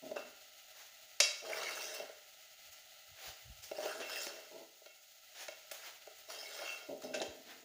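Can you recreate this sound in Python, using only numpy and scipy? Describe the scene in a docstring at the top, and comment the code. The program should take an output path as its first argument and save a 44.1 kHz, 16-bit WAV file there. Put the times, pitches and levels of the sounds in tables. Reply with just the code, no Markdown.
"""Meat sizzles in an aluminium pot on a kitchen floor as tiny bubbles burst in the oil.
Right away a steel spoon drags the chunks over the bottom, which drums dully, and taps the pot.
Turned food hisses afresh on the hot metal, and at 1.2 s the spoon clinks loudly on the wall.
Three scrapes round the wall follow, with squeaks and snaps; after each, lifted food sizzles less.
From 2.7 s moving air puffs on the microphone now and then; last come a few knocks and a hiss."""
import sys
import numpy as np
from scipy import signal
from scipy.fft import rfft, irfft
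from scipy.io import wavfile
from scipy.ndimage import uniform_filter1d

SR = 44100
rng = np.random.default_rng(int(sys.argv[2]) if len(sys.argv) > 2 else 0)


def unload_wav(signal):
    """Save mono or channel-first audio to the path in sys.argv[1] as 16-bit WAV at rate SR, clipped to [-1, 1]."""
    wavfile.write(
        sys.argv[1],
        SR,
        np.round(np.clip(np.atleast_2d(signal).T, -1, 1) * 32767).astype(np.int16),
    )


N = 336924
T = np.arange(N) / SR

# Levels in the tables are relative. A ring time is how long a sound takes to fade by 60 dB.
# The tone of frying, striking, scraping and wet food. Each row: frequency in Hz, level in dB.
SIZZLE_TONE = [(30, -10.5), (90, -10), (200, -14), (480, -14), (1100, -26), (1700, -3.5), (2600, 1),
               (4400, 4.5), (5300, 0.5), (6700, 0.5), (8200, -7), (11000, -7.5), (16000, -6)]
STRIKE_TONE = [(150, -69), (550, -13), (1000, -19), (1500, -8), (2700, -5), (4500, -6.5), (5700, -4),
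               (7000, -3), (8000, -18.5), (9300, -14), (13000, -26), (16000, -34)]
SCRAPE_TONE = [(150, -25), (600, 14.5), (850, 7.5), (1150, 7.5), (1350, 12.5), (2300, 5.5), (3600, 1),
               (5400, 3), (6800, -2), (7800, -8.5), (9500, -8), (12000, -14), (16000, -12.5)]
WET_TONE = [(150, -30), (400, -4.5), (700, 3.5), (1050, -5.5), (1500, 1.5), (2200, 1.5), (4000, 1),
            (5200, 1), (6700, 3), (8200, -8.5), (13000, -8.5), (16000, -7.5)]
# The hollow pot boosts parts of the sizzle. Each row: frequency in Hz, width in Hz, boost in dB.
POT_HOLLOWS = [(620, 101, 16), (774, 270, 24), (1320, 250, 21), (2010, 155, 9), (2850, 520, 4.5),
               (6740, 840, 4.5)]
# The spoon lifts the food. Each row: start in seconds, change of the sizzle in dB, seconds in the air.
FOOD_LIFTS = [(2.1, -1, 0.18), (4.6, -5.5, 0.52), (6.85, -3.5, .7)]
# Notes of the food-covered bottom and the air in the pot, then the deep notes that wake when the
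# spoon bears down in the middle. Each row: pitch in Hz, level in dB, ring time in seconds.
BOTTOM_NOTES = [(345, -10, .04), (425, -3, .06), (480, -8, .05), (597, 0, .13), (660, -2.5, .07),
                (780, -6, .045), (1000, -14, .03)]
DEEP_NOTES = [(179, -17, 0.039), (236.5, -5, 0.041), (285, -2.5, 0.03)]
# Chunks are shoved along. Each row: start and length in seconds, level in dB, extra dB for the deep
# notes, main pitch of the loaded bottom in Hz, seconds in which the food chokes its ring.
FOOD_SHOVES = [(0.014, 0.14, -50.5, -1, 612, .07), (0.178, 0.12, -63, -0.5, 598, .1),
               (1.415, 0.071, -45.5, -24, 630, 0.033), (1.483, 0.044, -42.5, -37, 625, 0.094),
               (1.557, 0.46, -49.5, -17, 609, 0.057), (1.995, 0.021, -53.5, -8.5, 620, .015),
               (3.788, 0.095, -43, -20, 619, 0.024), (3.929, 0.51, -51, -16.5, 595, 0.11),
               (3.98, 0.018, -46.5, -25, 455, 0.048), (4.506, 0.11, -53, -8, 620, 0.0028),
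               (7.1, 0.01, -47, -4, 565, 0.0085), (6.276, 0.65, -57.5, -17, 627, 0.018),
               (6.882, 0.052, -43.5, -6, 594, 0.023), (7.025, 0.051, -45, -1, 616, 0.014),
               (7.14, 0.089, -42.5, -7, 594, 0.035), (7.287, 0.4, -64.5, 3.5, 648, .015)]
# Notes of the pot wall. Each row: pitch in Hz, dB when hit hard, dB when brushed or tapped,
# ring time in seconds before any extra damping.
WALL_NOTES = [(596, -3, -11, .4), (1405, -10, -3, .48), (2185, -13, -2, .4), (2230, -9, -11, .5),
              (2296, -8, -22, .32), (2697, -1.5, 0, .4), (2728, -6, -7, .3), (3025, -12, -26, .36),
              (3219, -6, -2, .4), (3315, -7, -22, .35), (3865, 1.5, -7, .36), (3920, -7, -16, .35),
              (4688, -4, -15, .38), (4730, -6, -17, .32), (5120, -2.5, -14, .36), (5168, -5, -14, .33),
              (5280, -4, -12, .24), (5669, -.5, -10, .28), (6110, -12, -9, .25), (6290, -8, -24, .22),
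              (6780, -5, -12, .28), (7350, -9, -22, .3), (8915, -15, -30, .22)]
# The spoon hits the pot. Each row: start in seconds, wall clink in dB, bottom knock in dB,
# seconds of chatter, seconds in which spoon and food choke the ring.
SPOON_BLOWS = [(0.112, -26, -13, 0.008, 0.043), (0.162, -22, -11, 0.0059, 0.082),
               (1.202, 4.5, -15.5, 0.0096, 0.16), (1.632, -14, -30, 0.012, 0.0071),
               (1.996, -18, -15, 0.003, 0.025), (2.092, -25, -22.5, 0.0038, 0.019),
               (3.7142, -14, -12.5, 0.0015, 0.0078), (3.783, -34, -11, 0.0098, 0.014),
               (3.853, -20, -13.5, 0.0024, 0.022), (3.858, -20, -19, 0.006, 0.019),
               (4.001, -16.5, -19.5, 0.033, 0.018), (4.268, -10.5, -18.5, 0.0031, 0.0037),
               (4.815, -48, -32, 0.0026, 0.054), (4.86, -22.5, -26.5, 0.0043, 0.44),
               (5.483, -13.5, -17, 0.0038, 0.056), (5.713, -18, -22, 0.0059, 0.033),
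               (6.071, -25.5, -22.5, 0.0047, 0.064), (6.589, -21.5, -27.5, 0.0082, 0.014),
               (7.141, -11, -12, 0.032, 0.037), (7.207, -21, -12.5, 0.0025, 0.015),
               (7.2163, -11.5, -12, 0.013, 0.0032)]
# Short jabs at the wall. Each row: start and length in seconds, level in dB, extra treble in dB.
WALL_JABS = [(0.157, 0.017, -47, -9.5), (7.015, 0.025, -53.5, 4.5), (7.143, 0.096, -55, -3.5)]
# Sweeps round the wall, one list each. Each row: time in seconds, pressure in dB, extra treble in dB.
WALL_SWEEPS = [
    [(1.45, -49.5, -5), (1.49, -52, 1.5), (1.538, -48, -3), (1.565, -44, -1.5), (1.64, -48, -1),
     (1.84, -52, 7), (1.908, -56.5, 3.5), (1.955, -52.5, 3.5), (2.15, -72, -7)],
    [(3.75, -59, 1.5), (3.852, -43.5, -4), (3.985, -64.5, 10), (4.018, -43, -14), (4.06, -62, 5),
     (4.095, -47, -1.5), (4.18, -51, 3), (4.245, -57.5, 15), (4.31, -54, -7.5), (4.47, -66, -1)],
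    [(6.26, -88, 8), (6.302, -54, 5.5), (6.385, -56.5, 5), (6.47, -59, 5.5), (6.554, -53.5, 3),
     (6.68, -44.5, -7.5), (6.76, -59.5, 5), (6.834, -57, -8), (6.88, -91, -15)],
]
# How freely the wall rings: one value in dB for each sweep.
SWEEP_RING_DB = [-3, -5.5, -1]
# Squeaks and brief rings of metal. Each row: middle in seconds, level in dB, pitch in Hz, seconds long.
METAL_TONES = [(1.534, -32, 2250, .004), (1.675, -43, 2185, .08), (1.81, -44, 2698, .07),
               (4.17, -43, 1900, .008), (4.18, -47, 2698, .08), (4.24, -48, 5620, .05),
               (4.26, -52, 1405, .08), (6.46, -51, 2195, .07), (6.693, -38, 2698, .065),
               (6.70, -48, 3219, .08), (6.69, -46, 1405, .13), (7.15, -43, 1560, .025),
               (7.153, -43, 2620, .025), (7.203, -36, 3800, .0025), (7.217, -38, 3850, .003),
               (0.178, -48, 2690, .03)]
# Food is turned over. Each row: start in seconds, seconds to swell, level in dB, extra treble in dB.
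FOOD_TURNS = [(.7, 0.12, -54.5, -2.5), (2.71, 0.019, -60.5, 7), (3.141, 0.15, -46, -4),
              (3.616, 0.025, -49, 2.5), (5.329, 0.097, -45, -3.5), (5.72, 0.026, -50, -0.5),
              (5.77, 0.11, -46, -7.5), (7.42, 0.1, -50, -9)]
# Small snaps of the spoon or of spitting oil. Each row: start in seconds, level in dB.
SNAPS = [(1.497, -40), (1.563, -35), (1.707, -31), (1.78, -28), (1.945, -22), (4.266, -31), (5.715, -19),
         (6.185, -34)]
# Air puffs on the microphone. Each row: middle in seconds, level in dB, length in seconds.
AIR_PUFFS = [(2.7, -78, 0.087), (3.118, -69, 0.053), (3.285, -62.5, 0.051), (3.473, -62, 0.041),
             (3.507, -49.5, 0.019), (3.577, -71, 0.24), (7.291, -60.5, 0.03)]
# The kitchen's echo. Each row: frequency in Hz, ring time in seconds.
ROOM_RING = [(200, 0.5), (1000, 0.6), (4000, 0.52), (8000, 0.5), (15000, 0.37)]
# The microphone's opening lifts the high treble. 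Each row: frequency in Hz, boost in dB.
MIC_BOOST = [(14050, 0), (14750, 9), (15500, 10.5)]


def amp(db):
    """Turns decibels into a number to multiply by."""
    return 10 ** (np.asarray(db) / 20)


def unit_rms(x):
    """Scales a sound so that its average power is 1."""
    return x / np.sqrt(np.mean(x ** 2) + 1e-20)


def unit_energy(x):
    """Scales a sound so that its total energy is 1."""
    return x / np.sqrt(np.sum(x ** 2) + 1e-20)


def fade(t, ring_s):
    """A fade that falls by 60 dB in ring_s seconds."""
    return np.exp(-np.log(1000) * t / ring_s)


def look_up(points, hz):
    """Reads between the rows of a frequency table, spacing octaves evenly."""
    row_hz, value = np.transpose(points)
    return np.interp(np.log(hz + 1), np.log(row_hz), value)


def add(mix, start, sound):
    """Mixes a sound in at a start time in seconds."""
    part = mix[max(round(start * SR), 0):][:len(sound)]
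    part += sound[:len(part)]


def through(x, response):
    """Plays a sound through an object, given the object's response to one click."""
    return signal.oaconvolve(x, response)[:len(x)]


def filtered(x, order, hz, kind):
    """Keeps the lows, the highs or a band; a higher order cuts more steeply."""
    return signal.sosfilt(signal.butter(order, hz, kind, fs=SR, output="sos"), x)


def split(x, hz=4160):
    """The parts of a sound below and above a frequency."""
    return [filtered(x, 3, hz, kind) for kind in ("low", "high")]


def colour(tone, hollows=(), size=4096):
    """A click response with the given tone, boosted at the hollows."""
    hz = abs(np.fft.fftfreq(size, 1 / SR))
    boost_db = sum(db / (1 + (2 * (hz - centre) / width) ** 2) for centre, width, db in hollows)
    log_gain = np.log(amp(look_up(tone, hz) + boost_db))
    spectrum = np.exp(np.conj(signal.hilbert(log_gain)))  # nothing sounds before the click
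    return unit_energy(np.fft.ifft(spectrum).real[:size // 2])


def grains(per_s, spread_db):
    """Random tiny clicks, a few of them larger than the rest."""
    size = amp(spread_db * np.minimum(rng.exponential(1, N), 4))
    return unit_rms(size * rng.choice([-1., 1.], N) * (rng.random(N) < per_s / SR))


def unsteady(rate_hz, depth_db):
    """A volume that wavers at random, at roughly the given rate."""
    speed = np.fft.rfftfreq(N, 1 / SR) / rate_hz
    drift = irfft(rfft(rng.standard_normal(N)) * speed / (1 + speed ** 3), N)
    return unit_rms(amp(depth_db * unit_rms(drift)))


def shifting(x, span_hz, span_s, depth_db):
    """The tone drifts in random patches as the point of contact travels."""
    hz, t, spectra = signal.stft(x, SR, nperseg=512, noverlap=384)
    patches = rng.standard_normal(spectra.shape)
    for axis, span in enumerate([span_hz / hz[1], span_s / t[1]]):
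        for _ in range(2):
            patches = uniform_filter1d(patches, max(round(span), 1), axis=axis)
    gain = unit_rms(amp(depth_db * unit_rms(patches)))
    return signal.istft(spectra * gain, SR, nperseg=512, noverlap=384)[1][:N]


def sizzle(level_db=-59, lift_s=0.093, reheat_s=0.17, treble_share=0.38):
    """Bubbles burst in the oil; lifting the food calms them, the treble least, until it heats again."""
    bubbles = grains(per_s=4600, spread_db=9.5) + 2.8 * rng.standard_normal(N)
    mids, treble = split(unit_rms(through(bubbles, colour(SIZZLE_TONE, POT_HOLLOWS))))
    lull_db = np.zeros(N)
    for start, db, length in FOOD_LIFTS:
        lifted = np.clip((T - start) / lift_s, 0, 1)
        lull_db += db * lifted * np.exp(-np.maximum(T - start - length, 0) / reheat_s)
    frying = mids * amp(lull_db) + treble * amp(treble_share * lull_db)
    return amp(level_db) * frying * unsteady(10.5, depth_db=1.03)


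def push(length, grip_s=0.0092, ease_db_per_s=-12.5, let_go_s=0.025):
    """The strength of one push of the spoon: it grips, eases off and lets go."""
    t = T[:SR]
    grip = np.minimum(t / grip_s, 1)
    ease = amp(ease_db_per_s * np.minimum(t, length))
    return grip * ease * np.exp(-np.maximum(t - length, 0) / let_go_s)


def drum(notes, top_hz):
    """The bottom's low notes, pushed through soft food that passes no treble."""
    t = T[:SR // 2]
    ringing = sum((-1) ** k * amp(db) * np.sin(2 * np.pi * hz * t) * fade(t, ring_s)
                  for k, (hz, db, ring_s) in enumerate(notes))
    return unit_energy(filtered(ringing, 2, [notes[0][0] / 2, top_hz], "band"))


def dragging(body_db=-2, deep_db=-6.5):
    """Chunks stick and slip under the spoon and drum on the bottom."""
    slips = grains(per_s=570, spread_db=0.5)
    out, deep = np.zeros(N), drum(DEEP_NOTES, top_hz=597)
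    main_hz = BOTTOM_NOTES[3][0]
    for start, length, db, extra_db, loaded_hz, choke_s in FOOD_SHOVES:
        stroke = slips[round(start * SR):][:SR]
        force = amp(db) * stroke * push(length)[:len(stroke)]
        # the weight of spoon and food retunes the bottom and chokes its ring
        loaded = [(hz * loaded_hz / main_hz, note_db, ring_s) for hz, note_db, ring_s in BOTTOM_NOTES]
        body = unit_energy(drum(loaded, top_hz=756) * np.exp(-T[:SR // 2] / choke_s))
        add(out, start, through(force, amp(body_db) * body + amp(deep_db + extra_db) * deep))
    return out


def wall_ring(hard, damping=1, twin_gain=0.42):
    """The wall rings; the pot is not quite round, so each note has a slightly higher twin."""
    t, out = T[:SR * 2 // 3], 0
    lowest_hz = WALL_NOTES[0][0]
    for hz, struck_db, brushed_db, ring_s in WALL_NOTES:
        phase = rng.uniform(0, 2 * np.pi)
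        twin_hz = hz + 7 * np.sqrt(hz / lowest_hz)
        pair = np.sin(2 * np.pi * hz * t + phase) + twin_gain * np.cos(2 * np.pi * twin_hz * t + phase)
        out = out + amp(struck_db if hard else brushed_db) * pair * fade(t, ring_s / damping)
    return unit_energy(filtered(out, 4, lowest_hz * .7, "high"))


def blows(hard_above_db=-4):
    """The spoon hits and briefly chatters, ringing the wall and the bottom."""
    clang, tap = amp(.5) * wall_ring(hard=True), amp(-1) * wall_ring(hard=False)
    out, t = np.zeros(N), T[:len(clang)]
    touch, knock = colour(STRIKE_TONE), drum(BOTTOM_NOTES, top_hz=880)
    contact = signal.unit_impulse(len(t))
    # between the clear notes lie many weak ones of pot and spoon that die a little sooner
    weak_notes = amp(-11) * unit_energy(through(rng.standard_normal(len(t)) * fade(t, .25), touch))
    for start, wall_db, bottom_db, chatter_s, choke_s in SPOON_BLOWS:
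        chatter = unit_energy(rng.standard_normal(len(t)) * np.exp(-(t / chatter_s) ** 2))
        choke = np.exp(-t / choke_s)
        # a shorter chatter gives less dry rattle
        rattle = min(chatter_s / 0.0067, 1) * unit_energy(through(0.14 * contact + chatter, touch))
        ring = clang if wall_db > hard_above_db else tap
        clink = rattle + (ring + weak_notes) * choke
        # food cushions a lighter blow, so it sounds duller
        top_hz = min(11000 * amp(wall_db / 2), SR / 3)
        clink = filtered(clink, 1, top_hz, "low")
        thud = unit_energy(through(contact + 0.47 * chatter, knock * choke[:len(knock)]))
        add(out, start, amp(wall_db) * clink + amp(bottom_db) * thud)
    return out


def jab_gains():
    """How strong the dull and the bright part of the jabs are over time."""
    gains = np.zeros((2, N))
    for start, length, db, treble_db in WALL_JABS:
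        add(gains[0], start, amp(db) * push(length))
        add(gains[1], start, amp(db + treble_db) * push(length))
    return gains


def sweep_gains():
    """How strong the dull and the bright part of the sweeps are over time."""
    gains = np.zeros((2, N))
    for rows in WALL_SWEEPS:
        times, db, treble_db = np.transpose(rows)
        touching = (T > times[0]) * (T < times[-1])
        gains += amp([np.interp(T, times, db), np.interp(T, times, db + treble_db)]) * touching
    return uniform_filter1d(gains, size=300)


def scraping(dull_db=1):
    """The spoon's edge catches and slips on the wall; each slip ticks and rings the metal."""
    slips = grains(per_s=2200, spread_db=1.8) * unsteady(89, depth_db=1.6)
    slips = shifting(slips, span_hz=450, span_s=.02, depth_db=3.8)
    touch = colour(SCRAPE_TONE)
    dull, bright = (part / np.std(through(part, touch)) for part in split(slips, hz=4300))
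    dull_gain, bright_gain = sweep_gains() + jab_gains()
    force = amp(dull_db) * dull * dull_gain + bright * bright_gain
    sweep_middles = [np.mean(rows, axis=0)[0] for rows in WALL_SWEEPS]
    ring_gain = amp(np.interp(T, sweep_middles, SWEEP_RING_DB))
    ringing = through(force, wall_ring(hard=False, damping=1.8))
    # the rubbing is shared between dry ticks and the ring of the wall
    return (through(force, touch) + ring_gain * ringing) / np.hypot(1, ring_gain)


def metal_tones():
    """Short metal tones: squeaks while the spoon scrapes, and brief rings after it knocks."""
    jitter = np.cumsum(np.log(unsteady(60, depth_db=1))) / SR * .04  # makes the pitch wobble
    out = np.zeros(N)
    for middle, db, hz, length in METAL_TONES:
        near = abs(T - middle) < 2 * length
        swell = np.exp(-(2 * (T[near] - middle) / length) ** 2)
        out[near] += amp(db) * swell * np.sin(2 * np.pi * hz * (T[near] + jitter[near]))
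    return out * unsteady(84, depth_db=6.0)


def turned_food(level_db=-1, dry_s=0.031):
    """Wet pieces land on hot metal, hiss up in a dense fizz and dry."""
    fizz = shifting(grains(per_s=12000, spread_db=2), span_hz=850, span_s=.04, depth_db=1.5)
    mids, treble = split(fizz)
    out = np.zeros(N)
    for start, rise, db, treble_db in FOOD_TURNS:
        swell = np.clip((T - start) / rise, 0, 1)
        drying = np.exp(-np.maximum(T - start - rise, 0) / dry_s)
        out += amp(db) * swell * drying * (mids + amp(treble_db) * treble)
    return amp(level_db) * through(out, colour(WET_TONE))


def snaps(fade_s=0.0095, band_hz=(1500, 12000)):
    """Small bright snaps: the spoon catches or ticks, or a drop of oil spits."""
    out, t = np.zeros(N), T[:SR // 20]
    for start, db in SNAPS:
        snap = rng.standard_normal(len(t)) * np.exp(-t / fade_s)
        add(out, start, amp(db) * unit_energy(filtered(snap, 1, band_hz, "band")))
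    return out


def puffs(low_hz=48, top_hz=120):
    """Air stirred by the arm bumps against the microphone."""
    out = np.zeros(N)
    air = filtered(rng.standard_normal(N), 3, [low_hz, top_hz], "band")
    for middle, db, length in AIR_PUFFS:
        swell = np.exp(-(2 * (T - middle) / length) ** 2)
        out += amp(db) * unit_energy(air * swell) * np.sqrt(length * SR)
    return filtered(out, 3, low_hz, "high")


def kitchen_echo(x, delay_s=0.009):
    """A small hard room throws back many echoes, each frequency fading at its own speed."""
    echoes = rng.standard_normal(SR) * (T[:SR] > delay_s)
    hz, t, spectra = signal.stft(echoes, SR, nperseg=256)
    tail = signal.istft(spectra * fade(t, look_up(ROOM_RING, hz)[:, None]), SR, nperseg=256)[1]
    return through(x, unit_energy(tail))


def scene():
    """Mixes the stirring and its echo with the sizzle and the puffs, in one channel."""
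    stirring = blows() + snaps() + scraping() + metal_tones() + dragging() + turned_food()
    return (stirring + amp(-6.5) * kitchen_echo(stirring) + sizzle() + puffs())[None]


def record(dry, top_hz=15550):
    """The microphone's opening lifts the high treble; everything above top_hz is then cut."""
    boost = amp(look_up(MIC_BOOST, np.fft.rfftfreq(N, 1 / SR)))
    heard = irfft(rfft(dry) * boost, N)
    treble_cut = signal.firwin(1023, top_hz, window=("kaiser", 9), fs=SR)
    return signal.oaconvolve(heard, treble_cut[None], "same")


dry = scene()
out = record(dry)
unload_wav(out)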